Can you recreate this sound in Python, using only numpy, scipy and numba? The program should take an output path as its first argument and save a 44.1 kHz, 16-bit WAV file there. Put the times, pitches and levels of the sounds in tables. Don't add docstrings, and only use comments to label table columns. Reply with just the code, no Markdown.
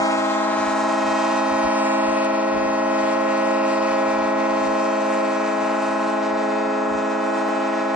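import sys
import numpy as np
from scipy import signal
from scipy.fft import rfft, irfft, next_fast_len
from scipy.io import wavfile
from scipy.ndimage import uniform_filter1d, map_coordinates
from numba import njit

SR = 44100
rng = np.random.default_rng(int(sys.argv[2]) if len(sys.argv) > 2 else 0)


def decibels_to_gain(level_db):
    exponent = np.asarray(level_db, float) / 20
    return 10 ** exponent


def store_wav(level_fs):
    pcm = np.round(np.clip(np.atleast_2d(level_fs), -1, 1) * 32767)
    wavfile.write(sys.argv[1], SR, pcm.T.astype(np.int16))


N = 350595
STEP = 256
DROP_S, DROP_SAMPLES = 7.4885, 1024
USUAL_LAG = 1.4


def rms_one(x):
    return x / np.sqrt(np.mean(x ** 2) + 1e-20)


def coarse(rows):
    s, *columns = np.transpose(rows)
    grid_s = np.arange(N // STEP + 2) * STEP / SR
    return [np.interp(grid_s, s, c) for c in columns]


def fine(slow):
    return np.interp(np.arange(N) / STEP, np.arange(len(slow)), slow)


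def at_hz(points, hz):
    f, db = np.transpose(points)
    return np.interp(np.log(hz), np.log(f), db)


def drift(rate, count):
    r = np.exp(-2 * np.pi * rate * STEP / SR)
    white = rng.standard_normal((count, N // STEP + 302))
    slow = signal.lfilter([1], [1, -2 * r, r * r], white)[:, 300:]
    return slow / slow.std(axis=1, keepdims=True)


def bandpass(order, low_hz, high_hz, x):
    return signal.sosfilt(signal.butter(order, [low_hz, high_hz], "band", fs=SR, output="sos"), x)


# t/s, swing, tilt, treble left over right level/dB
TURN = [(0, 1.76, 1.3, 8), (.4, -0.11, 2.5, 11), (1.3, 1.06, 0.9, 6), (1.9, 1.3, -0.55, 2),
        (2.5, -0.15, -0.66, 5), (3.4, -0.064, -0.5, 5), (3.7, -0.03, -0.5, 5.5), (5.2, -.2, -0.44, 4),
        (5.5, -1.5, 1.1, 3.5), (5.8, -0.42, 0.7, 5), (6.7, -2.16, 0.9, 4), (7.95, -1.3, 1.2, 3.5)]


def turning():
    return coarse(TURN)


# t/s, delay/samples
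LAG = [(0, -8), (.85, -.4), (1.95, 4.1), (2.3, 3), (4.5, 2.2), (5.9, 1.2), (7.1, -.4), (7.95, 0)]


def left_lag():
    return coarse(LAG)[0]


def treble_db(hz, waver):
    share = np.clip(np.log2(hz / 1430.0) / 1.37, 0, 1)
    swing, _, pan_db = turning()
    level_db = 1.5 + 2.5 * swing + 1.0 * waver
    return share * (level_db + .5 * (pan_db - 3.5) * [[1], [-1]])


# t/s, level/dB
BREEZE = [(0, -62), (2.0, -67), (2.7, -56), (3.5, -58.5), (4.2, -58.5), (4.65, -49), (4.85, -66),
          (6.0, -69), (7.0, -56.5), (7.1, -68.5), (7.95, -72.5)]
# t/s, peak level/dB, length/s, left over right level/dB
GUSTS = [(.02, -52, .03, -8), (.2, -58, .08, 2), (.66, -54, 0.17, 0), (1.09, -57, .07, 9),
         (1.24, -60, .04, 11), (1.37, -59, 0.055, 9), (1.525, -48, 0.025, 9), (1.658, -50, .03, 16),
         (1.83, -56, 0.05, -1), (2.085, -50, 0.049, 4), (2.27, -53, 0.039, 4), (2.557, -48, .04, 10),
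         (2.652, -47, .04, 13), (2.897, -52, 0.1, 1), (3.25, -51, 0.046, -1), (3.93, -54, 0.047, 18),
         (4.05, -57, 0.046, 9), (4.23, -60, .04, -4), (4.38, -46, .035, 0.5), (5.63, -60, .05, 10),
         (5.91, -53, 0.071, -1), (6.19, -60, .035, -1), (6.37, -61, .06, 7), (6.954, -56, 0.041, 1),
         (7.94, -56, .02, -4)]


def wind():
    t, sides = np.arange(N // STEP + 2) * STEP / SR, np.array([[.5], [-.5]])
    breeze_db, = coarse(BREEZE)
    power = decibels_to_gain(2 * (breeze_db + 2.5 * sides))
    for s, db, length, pan_db in GUSTS:
        width = length * np.where(t < s, 0.64, 1)
        power = power + decibels_to_gain(2 * (db + pan_db * sides)) * np.exp(-((t - s) / width) ** 2)
    white = rng.standard_normal((2, N))
    white[1] -= 0.16 * white[0]
    rumble = rms_one(bandpass(3, 45, 140, white))
    spill = rms_one(bandpass(2, 110, 420, white))
    spill_gain = fine(decibels_to_gain(3.5 + 0.41 * (breeze_db - breeze_db.mean())))
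    lumps = np.sqrt(power) * decibels_to_gain(3.0 + 3.5 * drift(7.1, count=2))
    return (rumble + spill_gain * spill) * np.array([fine(g) for g in lumps])


# t/s, peak level/dB
TICKS = [
    (0.414, -26),
    (1.67, -33),
    (2.2466, -15.5),
    (3.2065, -20),
    (3.7304, -24),
]


def ticks():
    out, after = np.zeros((2, N)), np.arange(1200) / SR
    for s, db in TICKS:
        start = round(s * SR)
        fade = decibels_to_gain(db - 15.5 - 60 * after / 0.022)
        out[:, start:start + len(after)] += fade * rng.standard_normal((2, len(after)))
    return bandpass(2, 3500, 10000, out + 1e-18)


# f/Hz, level/dB per Hz
RUSH = [(150, -12.5), (250, -6.5), (600, -5.5), (950, -4.5), (2700, -13), (2950, -20), (8000, -24),
        (11000, -42)]


def rush(low_phase, waver):
    size = next_fast_len(N)
    hz = np.arange(1, size // 2 + 2) * SR / size
    mid, side = rfft(rng.standard_normal((2, size))) * decibels_to_gain(at_hz(RUSH, hz))
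    alike = np.clip(.5 + 0.037 * np.log2(hz / 500), 0, .95)
    ports = np.sqrt(1 + alike) * mid + np.sqrt(1 - alike) * side * [[1], [-1]]
    puff = rms_one(np.exp(0.62 * np.cos(low_phase - .3)))
    edges = [100, 700, 1500, 2800, 4500, 6500, 12000]
    out, flicker = 0, drift(6.8, count=len(edges))
    for low, high, own in zip(edges, edges[1:], flicker):
        centre = np.sqrt(low * high)
        gated = np.clip(2.1 * np.log2(centre / 1000), 0, 1)
        gain_db = treble_db(centre, waver) + 1.2 * own + 1.2 * flicker[-1]
        gain = np.array([fine(g) for g in decibels_to_gain(gain_db)])
        band = irfft(ports * ((hz >= low) & (hz < high)), size)[:, :N]
        out = out + gain * (1 - gated + gated * puff) * band
    out[0] = map_coordinates(out[0], [np.arange(N) - fine(left_lag())], order=3)
    return decibels_to_gain(-37) * rms_one(out)


def dapple(x):
    hz, s, lines = signal.stft(x, SR, nperseg=2048)
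    fades = drift(.8, count=3 * 64).reshape(3, 64, -1)[:, :, ::4]
    fades = .8 * fades[0] + .6 * fades[1:]
    fades = fades[:, (hz / 180).astype(int) % 64]
    fades = np.pad(fades, [(0, 0), (0, 0), (0, len(s))], "edge")[:, :, :len(s)]
    gain = decibels_to_gain(3.0 * fades * (hz > 1400)[:, None])
    return signal.istft(lines * gain, SR, nperseg=2048)[1][:, :N]


def paths(hz, level_db, lead, waver):
    slow, quick = drift(1.39, count=6), drift(28.0, count=2)
    scatter = min(.05 * (hz / 200) ** .5, .22)
    shared = slow[4] + 1j * slow[5] + 0.81 * (quick[0] + 1j * quick[1])
    rays = 1 + scatter * (0.9 * (slow[:2] + 1j * slow[2:4]) + 0.78 * shared)
    lead = lead - 2 * np.pi * hz * (left_lag() - USUAL_LAG) / SR
    smear = rng.normal(0, 0.15 + 510.0 / hz)
    turn = np.exp(1j * (smear + .5 * lead * [[1], [-1]]))
    return decibels_to_gain(level_db + 3 + treble_db(hz, waver)) * rays * turn


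@njit
def overtone_sum(plain, pushed, first_pushed, gains, step):
    out = np.zeros((2, len(plain)))
    for i in range(len(plain)):
        j, share, wave = i // step, i % step / step, 1 + 0j
        for k in range(gains.shape[1]):
            wave *= plain[i] if k < first_pushed else pushed[i]
            for port in range(2):
                gain = gains[j, k, port] * (1 - share) + gains[j + 1, k, port] * share
                out[port, i] += (wave * gain).real
    return out


SUM_ORDERS = [(1, 1, 0), (0, 1, 1), (2, 1, 0), (1, 2, 0), (1, 0, 2), (0, 1, 2), (2, 2, 0), (3, 0, 1),
              (3, 2, 0), (3, 0, 2), (4, 2, 0), (4, 0, 2), (6, 0, 2)]
# left level/dB, right level/dB
SUM_DB = [(-53, -49.5), (-65, -54), (-59.5, -65.5), (-62, -66.5), (-57.5, -54.5), (-54, -62), (-44, -46.5),
          (-52, -49.5), (-51, -55.5), (-52, -54), (-51, -54.5), (-56.5, -56), (-61.5, -63)]


def sum_tones(phases, pitches, waver):
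    out = 0
    for orders, db in zip(SUM_ORDERS, SUM_DB):
        wave = np.exp(1j * np.dot(orders, phases))
        gains = paths(np.dot(orders, pitches), np.array(db)[:, None], 0, waver)
        out = out + overtone_sum(wave, wave, 1, np.ascontiguousarray(gains.T[:, None]), STEP)
    return out


START_HZ = [211.26, 268.61, 328.11]
CREEP_HZ_PER_S = [.056, .022, .175]


def cycles():
    t = np.arange(N) / SR
    settle_hz, settle_s = [.15, .14, .15], .8
    hz = np.c_[START_HZ] + np.c_[settle_hz] * (1 - np.exp(-t / settle_s)) + np.c_[CREEP_HZ_PER_S] * t
    pitches = hz.mean(axis=1)
    hz = hz + 0.1477 * np.array([fine(d) for d in drift(4.0, count=3)])
    leap = hz * DROP_SAMPLES * (np.arange(N) == round(DROP_S * SR))
    return 2 * np.pi * (np.cumsum(hz + leap, axis=1) / SR + rng.random((3, 1))), pitches


def pushes(phases):
    low, middle, high = phases
    by_low = .04 * np.sin(3 * low)
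    by_middle = .015 * np.sin(middle) + .055 * np.sin(2 * middle)
    by_high = .015 * np.sin(high) + .03 * np.sin(2 * high)
    return by_middle + by_high, by_low + by_high, by_low + by_middle


# f/Hz, level/dB
UPPER = [(2000, -62), (4000, -66.5), (5200, -62.5), (6800, -64), (8500, -73), (11000, -92)]


def trumpet(phase, push, hz, overtones, shifts, upper_db, reach_hz, waver):
    swing, tilt, _ = turning()
    gains = []
    for k in range(1, int(reach_hz / hz)):
        if k <= len(shifts):
            shift = np.c_[list(shifts[k - 1])]
        else:
            shift = np.c_[2.06 * rng.standard_normal(4)]
        if k <= len(overtones):
            *level_db, lead = overtones[k - 1]
            level_db = np.c_[level_db]
        else:
            level_db = at_hz(UPPER, k * hz) + upper_db + np.array([[.6], [-1.5]]) + rng.normal(0, 4.4)
            lead = rng.normal(0, .4) - 2 * np.pi * k * hz * USUAL_LAG / SR
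        level_db = level_db + shift[:2] * swing + shift[2:] * tilt
        gains.append(paths(k * hz, level_db + 0.077 * max(k - 5, 0), lead, waver))
    gains = np.ascontiguousarray(np.transpose(gains, (2, 0, 1)))
    return overtone_sum(np.exp(1j * phase), np.exp(1j * (phase + push)), 5, gains, STEP)


# left level/dB, right level/dB, left lead/rad
LOW = [(-34, -33, 0.24), (-39.5, -41.5, 0.0056), (-26, -42.5, -0.54), (-36, -30.5, 0.32), (-31, -36, 0.7),
       (-39, -38.5, -0.75), (-39.5, -39, -0.32), (-43.5, -46.5, -0.14), (-42.5, -41, -0.21),
       (-49, -54.5, -0.81), (-47, -44, -0.87), (-44.5, -46, -.5), (-54.5, -53, 0.47), (-67.5, -58.5, -0.71),
       (-57.5, -57, -0.83), (-62, -56, -2.8), (-67, -68, 0.41), (-58.5, -62.5, -1.0), (-59.5, -67, -1.8),
       (-60, -56.5, 0.073), (-62.5, -58.5, -0.29), (-62, -69.5, -1.3), (-63.5, -72, -3.1),
       (-61, -75.5, 0.32), (-61, -61, -0.74), (-63, -63.5, -0.74), (-63.5, -67.5, -0.79), (-67, -68, -1.2),
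       (-65.5, -66, -0.49), (-62, -67.5, -1.9)]
MIDDLE = [(-32, -31.5, -0.34), (-33.5, -25.5, -1.5), (-34, -30.5, -0.9), (-37.5, -36.5, -0.5),
          (-37.5, -43.5, -1.2), (-43.5, -49.5, 2.8), (-44.5, -44.5, -0.9), (-55, -68, 4.5),
          (-59, -64, -0.5), (-55, -57, 1), (-61, -63, -1), (-71, -59, -4.5)]
HIGH = [(-32, -29.5, 0.41), (-30, -43, -1.2), (-36, -34.5, -0.34), (-40, -42.5, -0.41), (-63.5, -55.5, .4),
        (-70.5, -77, .1)]
# left, right level/dB per swing, left, right level/dB per tilt
LOW_SHIFT = [(.4, 0.3, -0.4, -0.2), (-4, -5, -1, -2.7), (0.36, 1.5, 0, 1), (0, 2.5, 1.7, 0.5),
             (1.6, 0.5, -1.5, 2.9), (1.8, 0.2, 0.5, 0.5), (1.5, 0, 0.7, 0), (-0.7, 0, -1, 3.3),
             (0.5, 0.1, -0.9, -0.2), (-4.5, 2.5, -6.5, 6.5), (-0.5, 1, -1, -2), (1.5, -1.5, -1.4, 1)]
MIDDLE_SHIFT = [(0.2, 1.0, 0.15, 0), (-1, -0.0022, -6.5, -2.2), (2, 0.031, 1.6, 0.1), (0.2, 2.1, 2.9, -1.4),
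                (0, 1.2, -0.7, -0.5), (-1, -4.6, 2, -3), (1.7, 0.1, 0.5, -1.2)]
HIGH_SHIFT = [(1, 0.81, -.5, 0.37), (1.3, 1, -0.042, -0.15), (1.4, 2.9, -0.25, 0.5), (0.74, 3.2, 1.8, .5)]
UPPER_TRUMPET_DB = [-1.7, 0, -6.5]
REACH_HZ = [8800, 5500, 4500]


def chord(phases, pitches, waver):
    overtones, shifts = (LOW, MIDDLE, HIGH), (LOW_SHIFT, MIDDLE_SHIFT, HIGH_SHIFT)
    return sum(map(trumpet, phases, pushes(phases), pitches, overtones, shifts,
                   UPPER_TRUMPET_DB, REACH_HZ, [waver] * len(phases)))


def scene():
    (phases, pitches), waver = cycles(), drift(11.0, count=1)[0]
    air = dapple(rush(phases[0], waver))
    horn = chord(phases, pitches, waver) + sum_tones(phases, pitches, waver) + air
    horn = signal.sosfilt(signal.butter(4, 150, "high", fs=SR, output="sos"), horn)
    return wind() + ticks() + horn


def band_power(pair, bands):
    starts = np.flatnonzero(np.diff(bands, prepend=-1))
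    power = np.add.reduceat(abs(pair) ** 2, starts, axis=1)
    return uniform_filter1d(power, size=3, axis=2)[:, bands] / 16


def thrifty_stereo(x):
    weaker_db, faint_db, masked_db, top_db = -6.5, -5, -15, [-82, -89]
    hz, _, ports = signal.stft(x, SR, nperseg=2048)
    pair = np.array([ports[0] + ports[1], ports[0] - ports[1]]) / 2
    bands = (hz / 345).astype(int)
    power = band_power(pair, bands)
    floor_db = np.where(hz < 2760, masked_db, faint_db)[:, None]
    stronger = power > power[::-1] * decibels_to_gain(2 * weaker_db)
    keep = stronger & (abs(pair) ** 2 > power.max(axis=0) * decibels_to_gain(2 * floor_db))
    masked = (abs(pair) ** 2 < power * decibels_to_gain(2 * masked_db)) & (hz > 690)[:, None]
    mid, side = pair * np.where((hz < 2400)[:, None], ~masked, keep)
    own = band_power(ports, bands)
    loud_band = own > decibels_to_gain(2 * np.reshape(top_db, (2, 1, 1)))
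    apart = ports * loud_band * (abs(ports) ** 2 > own * decibels_to_gain(2 * faint_db))
    both = np.where((hz > 8625)[:, None], apart, [mid + side, mid - side])
    return signal.istft(both * (hz < 11330)[:, None], SR, nperseg=2048)[1][:, :N]


def low_pass(x):
    return signal.sosfilt(signal.butter(12, 16000, fs=SR, output="sos"), x)


def record(dry):
    click = decibels_to_gain(-27) * (np.arange(N) == round(DROP_S * SR))
    return low_pass(thrifty_stereo(dry) + click)


dry = scene()
out = record(dry)
store_wav(out)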